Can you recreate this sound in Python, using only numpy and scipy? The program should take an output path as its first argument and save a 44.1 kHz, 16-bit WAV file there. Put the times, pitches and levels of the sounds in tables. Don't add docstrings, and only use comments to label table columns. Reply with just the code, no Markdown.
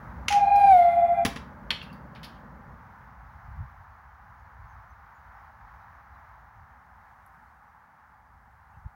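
import sys
import numpy as np
from scipy import signal
from scipy.fft import rfft, irfft, next_fast_len
from scipy.io import wavfile
from scipy.ndimage import uniform_filter1d

SR = 44100
rng = np.random.default_rng(int(sys.argv[2]) if len(sys.argv) > 2 else 0)


def bounce(signal):
    frames = np.transpose(np.atleast_2d(signal))
    limited = np.clip(frames, -1, 1)
    pcm = np.round(limited * 32767).astype(np.int16)
    wavfile.write(sys.argv[1], SR, pcm)


N = 394694
TIME = np.arange(N) / SR
ARROW_M_PER_S, SOUND_M_PER_S = 26, 343
OVERHEAD_M = 1.2
LAUNCH_S, PASS_S, ARRIVE_S = .268, .731, 1.212

# time in seconds, level in dB.
TRAFFIC_LEVEL = [(.14, -48.5), (1.6, -51), (3.2, -52), (4.1, -53.5), (4.9, -52), (5.8, -52), (6.4, -54),
                 (6.9, -56), (7.35, -55), (7.9, -57.5)]
TYRE_HUM_LEVEL = [(6, -70.5), (6.8, -67.5), (7.35, -63.5), (7.9, -67.5), (8.9, -65)]
BREEZE_LEVEL = [(.1, -42.5), (2.1, -52), (3.2, -49.5), (4.3, -55), (7.4, -60.5), (7.85, -68.5),
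                (8.3, -58.5)]
# frequency in Hz, gain in dB.
TRAFFIC_COLOUR = [(300, -23.5), (480, -17.5), (620, -10.5), (820, 3.5), (1250, 1), (1700, -3),
                  (2100, -11.5), (2600, -24.5), (3500, -31), (6400, -34.5), (8200, -49), (10500, -39),
                  (13000, -43), (15300, -30.5)]
TYRE_HUM_COLOUR = [(600, -40), (770, -4.5), (830, 1), (900, -6), (1150, -40)]
RUMBLE_COLOUR = [(80, -17.5), (140, 3.5), (230, 2), (290, -8.5), (380, -15.5), (600, -8), (1200, -59)]
BREEZE_COLOUR = [(20, -22), (35, -13.5), (50, 2.5), (68, 5), (90, -1.5), (130, -7.5), (200, -25),
                 (500, -66)]
HEDGE_COLOUR = [(630, -45), (690, 6.5), (800, 2.5), (870, -49.5)]
RUSH_COLOUR = [(500, -4.5), (1700, -3.5), (2400, 3.5), (3200, 8.5), (5500, -5.5), (8000, -8.5), (10500, 2),
               (13500, -9), (15200, -2)]
PUFF_COLOUR = [(20, -30), (45, 11.5), (75, 10.5), (125, 5.5), (190, -8.5), (400, -43), (1000, -73)]
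# start in seconds, level in dB, 60 dB decay time in seconds.
BOW_CRACKS = [(.2818, -27.5, 0.024), (.2838, -16.5, 0.016), (.2875, -24.5, 0.027), (.311, -29.5, 0.034),
              (.3245, -24.5, 0.05), (.345, -37, 0.059)]
FLIGHT_TICK = [(.558, -44.5, .07)]
STRIKE_CRACKS = [(1.2504, -15, 0.019), (1.254, -17.5, 0.027), (1.261, -21, 0.036)]
HIGH_TICK = [(7.262, -61.5, .05)]
# start in seconds, level in dB, 60 dB
# decay time in seconds, treble tilt in dB per octave.
WOOD_KNOCKS = [(1.7053, -18, 0.032, 0.5), (1.713, -24, 0.016, 2), (1.7208, -32.5, 0.041, -10.5),
               (1.826, -51.5, 0.11, 10), (1.929, -57, 0.085, 18), (2.15, -55, 0.11, 6),
               (2.158, -48.5, 0.12, -6.5), (2.231, -43, 0.13, 6.5), (2.243, -42.5, 0.085, 9.5),
               (2.367, -59, .06, -11)]
# frequency in Hz, gain in dB.
BOW_COLOUR = [(150, -9.5), (600, -8), (1200, -2), (2450, 3.5), (4200, -6), (5800, -2.5), (6700, -8.5),
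              (8300, -23.5), (10000, -9.5), (12600, -28), (15000, -24.5)]
FLIGHT_TICK_COLOUR = [(2000, -24.5), (5000, 4.5), (8000, -8.5), (11000, -8.5), (13500, 0), (15500, -0.5)]
STRIKE_COLOUR = [(40, -15), (100, 9.5), (300, 4.5), (600, -6.5), (1500, -1), (3500, -7), (6000, -12.5),
                 (8300, -23), (10500, -15.5), (13600, -27), (15000, -20)]
HIGH_TICK_COLOUR = [(7000, -24), (9500, -6), (11500, 7), (12700, -4), (14000, -25)]
WOOD_COLOUR = [(200, -19.5), (700, -11), (1600, -3), (2200, -1), (2800, 0), (3600, -2), (5000, -8.5),
               (6200, -22), (8300, -37), (10400, -25), (13500, -37), (15500, -39)]
# frequency in Hz, 60 dB decay time in seconds.
GARDEN_DECAY = [(150, .25), (1000, .36), (3000, .33), (6000, .3), (11000, .25)]
# multiple of the pitch, relative level in dB.
OVERTONES = [(2, -6), (3, 0), (4, -24), (5, -18), (6, -23), (7, -33), (8, -32)]
NEAR_MIRRORS = [(.088, 3.147, .54, 2.1), (-.408, 8.295, .73, 1.4), (.571, 7.943, .52, 1.15)]
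# metres along the flight, metres across it,
# arrow's place in metres at the strongest echo, level there in dB, loss in dB per metre from there.
FAR_MIRRORS = [(-38, 2.8, -8, -33, 0.8), (46.5, 8, 4, -32.5, 1.1), (24, 3, 11, -22.5, 9.5)]
# frequency in Hz, level in dB, 60 dB decay time in seconds.
THUD_MODES = [(140, -26, 0.056), (223, -8.5, 0.021), (74.8, -34, 0.14)]
# start in seconds, pitch in
# Hz, level in dB, 60 dB decay time in seconds.
RINGS = [(1.8148, 2750, -34, 0.022), (1.83, 2730, -42, 0.029), (1.901, 2720, -50, 0.04),
         (1.928, 4550, -56, 0.049)]
# centre in seconds, pitch in Hz, level in dB, half-width in seconds.
CHIRPS = [(2.368, 3180, -71.5, 0.013), (4.71, 6360, -79.5, .02), (4.91, 6130, -82, 0.013),
          (5.17, 6850, -82, 0.018), (5.84, 3870, -86, 0.013), (6.15, 3930, -81, .015),
          (8.75, 2660, -77, 0.013)]
# centre in seconds, level in dB, half-width in seconds.
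PUFFS = [(3.5, -46, 0.032), (3.61, -35.5, 0.035), (4.63, -47.5, 0.039), (4.77, -48.5, 0.039),
         (5.67, -57.5, 0.089), (6.61, -51.5, 0.037), (8.78, -44.5, 0.011), (8.86, -36, 0.0096)]


def undb(db):
    return 10 ** (np.asarray(db) / 20)


def curve(rows):
    return np.interp(TIME, *np.transpose(rows))


def at_pitch(points, hz):
    points = np.asarray(points)
    return np.interp(np.log(hz + 1), np.log(points[:, 0]), points[:, 1])


def noise(colour):
    size = next_fast_len(N, real=True)
    gain = undb(at_pitch(colour, np.fft.rfftfreq(size, 1 / SR)))
    y = irfft(rfft(rng.standard_normal(size)) * gain, size)[:N]
    return y / y.std()


def walk(rate):
    hold = int(SR / rate)
    steps = np.repeat(rng.standard_normal(N // hold + 1), hold)
    y = uniform_filter1d(uniform_filter1d(steps, hold), hold)[:N]
    return y / y.std()


def wobbly(phase, rate, spread):
    tone = (1 + spread * walk(rate)) * np.sin(phase) + spread * walk(rate) * np.cos(phase)
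    return np.sqrt(2 / (1 + 2 * spread ** 2)) * tone


def add(track, s, sound):
    i = int(s * SR)
    track[i:i + len(sound)] += sound[:N - i]


def fade(t, t60):
    return np.exp(-np.log(1000) * t / t60)


def swell(t, half_width):
    return np.exp(-(t / half_width) ** 2 / 2)


def traffic():
    road = noise(TRAFFIC_COLOUR) * undb(curve(TRAFFIC_LEVEL) + .6 * walk(8))
    hum = noise(TYRE_HUM_COLOUR) * undb(curve(TYRE_HUM_LEVEL))
    return road + hum


def rumble(start_db=-47.5, hold_s=2.35, fall_db_per_s=16.5, rest_db=-70):
    db = np.maximum(start_db - fall_db_per_s * np.maximum(TIME - hold_s, 0), rest_db)
    return noise(RUMBLE_COLOUR) * undb(db + 1.1 * walk(10))


def breeze():
    return noise(BREEZE_COLOUR) * undb(curve(BREEZE_LEVEL) + 1.8 * walk(12))


def body(colour, tilt_db, size=1024):
    hz = np.fft.rfftfreq(size, 1 / SR)
    gain = undb(at_pitch(colour, hz) + tilt_db * np.log2(1 + hz / 1000))
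    cepstrum = irfft(np.log(gain))
    response = irfft(np.exp(rfft(2 * cepstrum[:size // 2], size)))
    return response / np.linalg.norm(response)


def blows(rows, colour):
    out, t = np.zeros(N), TIME[:SR // 4]
    for s, db, t60, *tilt in rows:
        crack = rng.standard_normal(len(t)) * fade(t, t60)
        add(out, s, undb(db) * signal.fftconvolve(crack, body(colour, sum(tilt))))
    return out


def bow():
    return blows(BOW_CRACKS, BOW_COLOUR)


def in_garden(direct, scatter_db, fence_db, fence_delay_s=.11):
    t = TIME[:SR // 2]
    hz = np.fft.rfftfreq(len(t), 1 / SR)
    centres_hz, decays_s = np.transpose(GARDEN_DECAY)
    white, tail = rfft(rng.standard_normal(len(t))), 0
    for t60, share in zip(decays_s, np.eye(len(decays_s))):
        band = at_pitch(np.column_stack([centres_hz, share]), hz)
        tail += irfft(white * band, len(t)) * fade(t, t60)
    tail *= 1 - np.exp(-t / .0038)
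    out = direct + undb(scatter_db) * signal.fftconvolve(direct, tail / np.linalg.norm(tail))[:N]
    fence_band = signal.butter(1, [250, 5000], "band", fs=SR, output="sos")
    add(out, fence_delay_s, undb(fence_db) * signal.sosfilt(fence_band, out))
    return out


def heard_from(along, across):
    distance = np.hypot(ARROW_M_PER_S * (TIME - PASS_S) - along, across)
    sent = np.interp(TIME, TIME + distance / SOUND_M_PER_S, TIME)
    return sent, np.interp(sent, TIME, distance)


def flying(sent, rise_s=.0034, stop_s=.0098):
    return np.clip((sent - LAUNCH_S) / rise_s, 0, 1) * np.clip((ARRIVE_S - sent) / stop_s, 0, 1)


def beam_db(sent, distance, fall_db, ahead_db, close_m=4):
    doublings = np.log2(np.hypot(1, distance / close_m))
    ahead = ARROW_M_PER_S * (PASS_S - sent) / distance
    return ahead_db * ahead - fall_db * doublings


def whistle(pitch_hz=745.6, sag_hz_per_s=22.5, waver_hz=1.6, slowing_db_per_s=6.5):
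    pitch = pitch_hz - sag_hz_per_s * (TIME - PASS_S) + waver_hz * walk(60)
    phase = 2 * np.pi * np.cumsum(pitch) / SR
    sent, distance = heard_from(0, OVERHEAD_M)
    heard = np.interp(sent, TIME, phase)
    build_db = -9.5 * np.exp(-np.maximum(sent - LAUNCH_S, 0) / .03)
    flutter_db = .5 * walk(130)
    distance_db = -3.5 * np.log2(distance / OVERHEAD_M)
    tone_db = -9 + distance_db - slowing_db_per_s * (sent - PASS_S) + build_db + flutter_db
    tone = undb(tone_db) * (np.sin(heard) + near_reflections(phase, distance))
    overtone_db = -38 + beam_db(sent, distance, fall_db=6.5, ahead_db=1.6) + build_db
    overtones = undb(overtone_db) * jet_overtones(heard, distance)
    return (tone + overtones) * flying(sent) + far_echoes(phase) + hedge_wash()


def jet_overtones(phase, distance, rasp=.7, dull_db=7.5):
    far, out = np.clip(np.log2(distance / 3), 0, 2), 0
    for k, db in OVERTONES:
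        loss_db = dull_db * far * np.clip(k - 5, 0, 2)
        out += undb(db - loss_db) * wobbly(k * phase, 75 * k, rasp * k / 3)
    return out


def rush():
    sent, distance = heard_from(0, OVERHEAD_M)
    db = -52.5 + beam_db(sent, distance, fall_db=13, ahead_db=1.7)
    return noise(RUSH_COLOUR) * undb(db + 1.2 * walk(60)) * flying(sent)


def near_reflections(phase, distance):
    out = 0
    for along, across, strength, power in NEAR_MIRRORS:
        sent, path = heard_from(along, across)
        out += strength * (distance / path) ** power * np.sin(np.interp(sent, TIME, phase))
    return out


def hedge_wash(level_db=-41.5, path_m=22):
    sent, _ = heard_from(0, path_m)
    return undb(level_db) * noise(HEDGE_COLOUR) * flying(sent)


def far_echoes(phase, rasp=.7, overtone_db=-23):
    out = 0
    for along, across, strongest_m, db, loss_db_per_m in FAR_MIRRORS:
        sent, _ = heard_from(along, across)
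        heard = np.interp(sent, TIME, phase)
        overtones = sum(undb(level) * wobbly(k * heard, 200, rasp) for k, level in OVERTONES[:2])
        echo = wobbly(heard, 50, .3) + undb(overtone_db) * overtones
        place_m = ARROW_M_PER_S * (sent - PASS_S)
        out += undb(db - loss_db_per_m * abs(place_m - strongest_m)) * flying(sent) * echo
    return out


def ticks():
    return blows(FLIGHT_TICK, FLIGHT_TICK_COLOUR) + blows(HIGH_TICK, HIGH_TICK_COLOUR)


def backstop(rise_s=.0013):
    out, t = blows(STRIKE_CRACKS, STRIKE_COLOUR), TIME[:SR // 3]
    thud = sum(undb(db) * np.sin(2 * np.pi * hz * t) * fade(t, t60) for hz, db, t60 in THUD_MODES)
    add(out, STRIKE_CRACKS[0][0], -thud * (1 - np.exp(-t / rise_s)))
    return out


def clatter(rise_s=.0012):
    out = blows(WOOD_KNOCKS, WOOD_COLOUR)
    onset = np.minimum(TIME / rise_s, 1)
    for s, hz, db, t60 in RINGS:
        add(out, s, undb(db) * wobbly(2 * np.pi * hz * TIME, 950, .55) * onset * fade(TIME, t60))
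    return out


def birds():
    return sum(undb(db) * swell(TIME - s, width) * wobbly(2 * np.pi * hz * TIME, 500, .8)
               for s, hz, db, width in CHIRPS)


def chatter(count=60, range_hz=(3300, 6800), glide=.067, half_width_s=.016, db=-88.5, scatter_db=2.5):
    out, t = np.zeros(N), TIME[:SR // 8] - 1 / 16
    for when, pitch, slope, size in rng.random((count, 4)):
        hz = np.interp(pitch, [0, 1], range_hz) * (1 + glide * (slope - .5) * t / half_width_s)
        note = swell(t, half_width_s) * np.sin(2 * np.pi * np.cumsum(hz) / SR)
        add(out, when * TIME[-1], undb(db + scatter_db * (2 * size - 1)) * note)
    return out


def wind_puffs():
    return noise(PUFF_COLOUR) * sum(undb(db) * swell(TIME - s, width) for s, db, width in PUFFS)


def scene():
    out = in_garden(bow(), scatter_db=-4.5, fence_db=-31)
    out += in_garden(whistle(), scatter_db=-24, fence_db=-39.5) + rush() + ticks()
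    out += in_garden(backstop(), scatter_db=-8, fence_db=-13)
    out += in_garden(clatter(), scatter_db=-7, fence_db=-23)
    background = traffic() + rumble() + breeze() + birds() + chatter() + wind_puffs()
    return (out + background)[None]


def record(dry, bass_hz=42, top_hz=15850):
    thin = signal.sosfilt(signal.butter(2, bass_hz, "high", fs=SR, output="sos"), dry)
    return signal.sosfilt(signal.ellip(10, .2, 80, top_hz, fs=SR, output="sos"), thin)


dry = scene()
out = record(dry)
bounce(out)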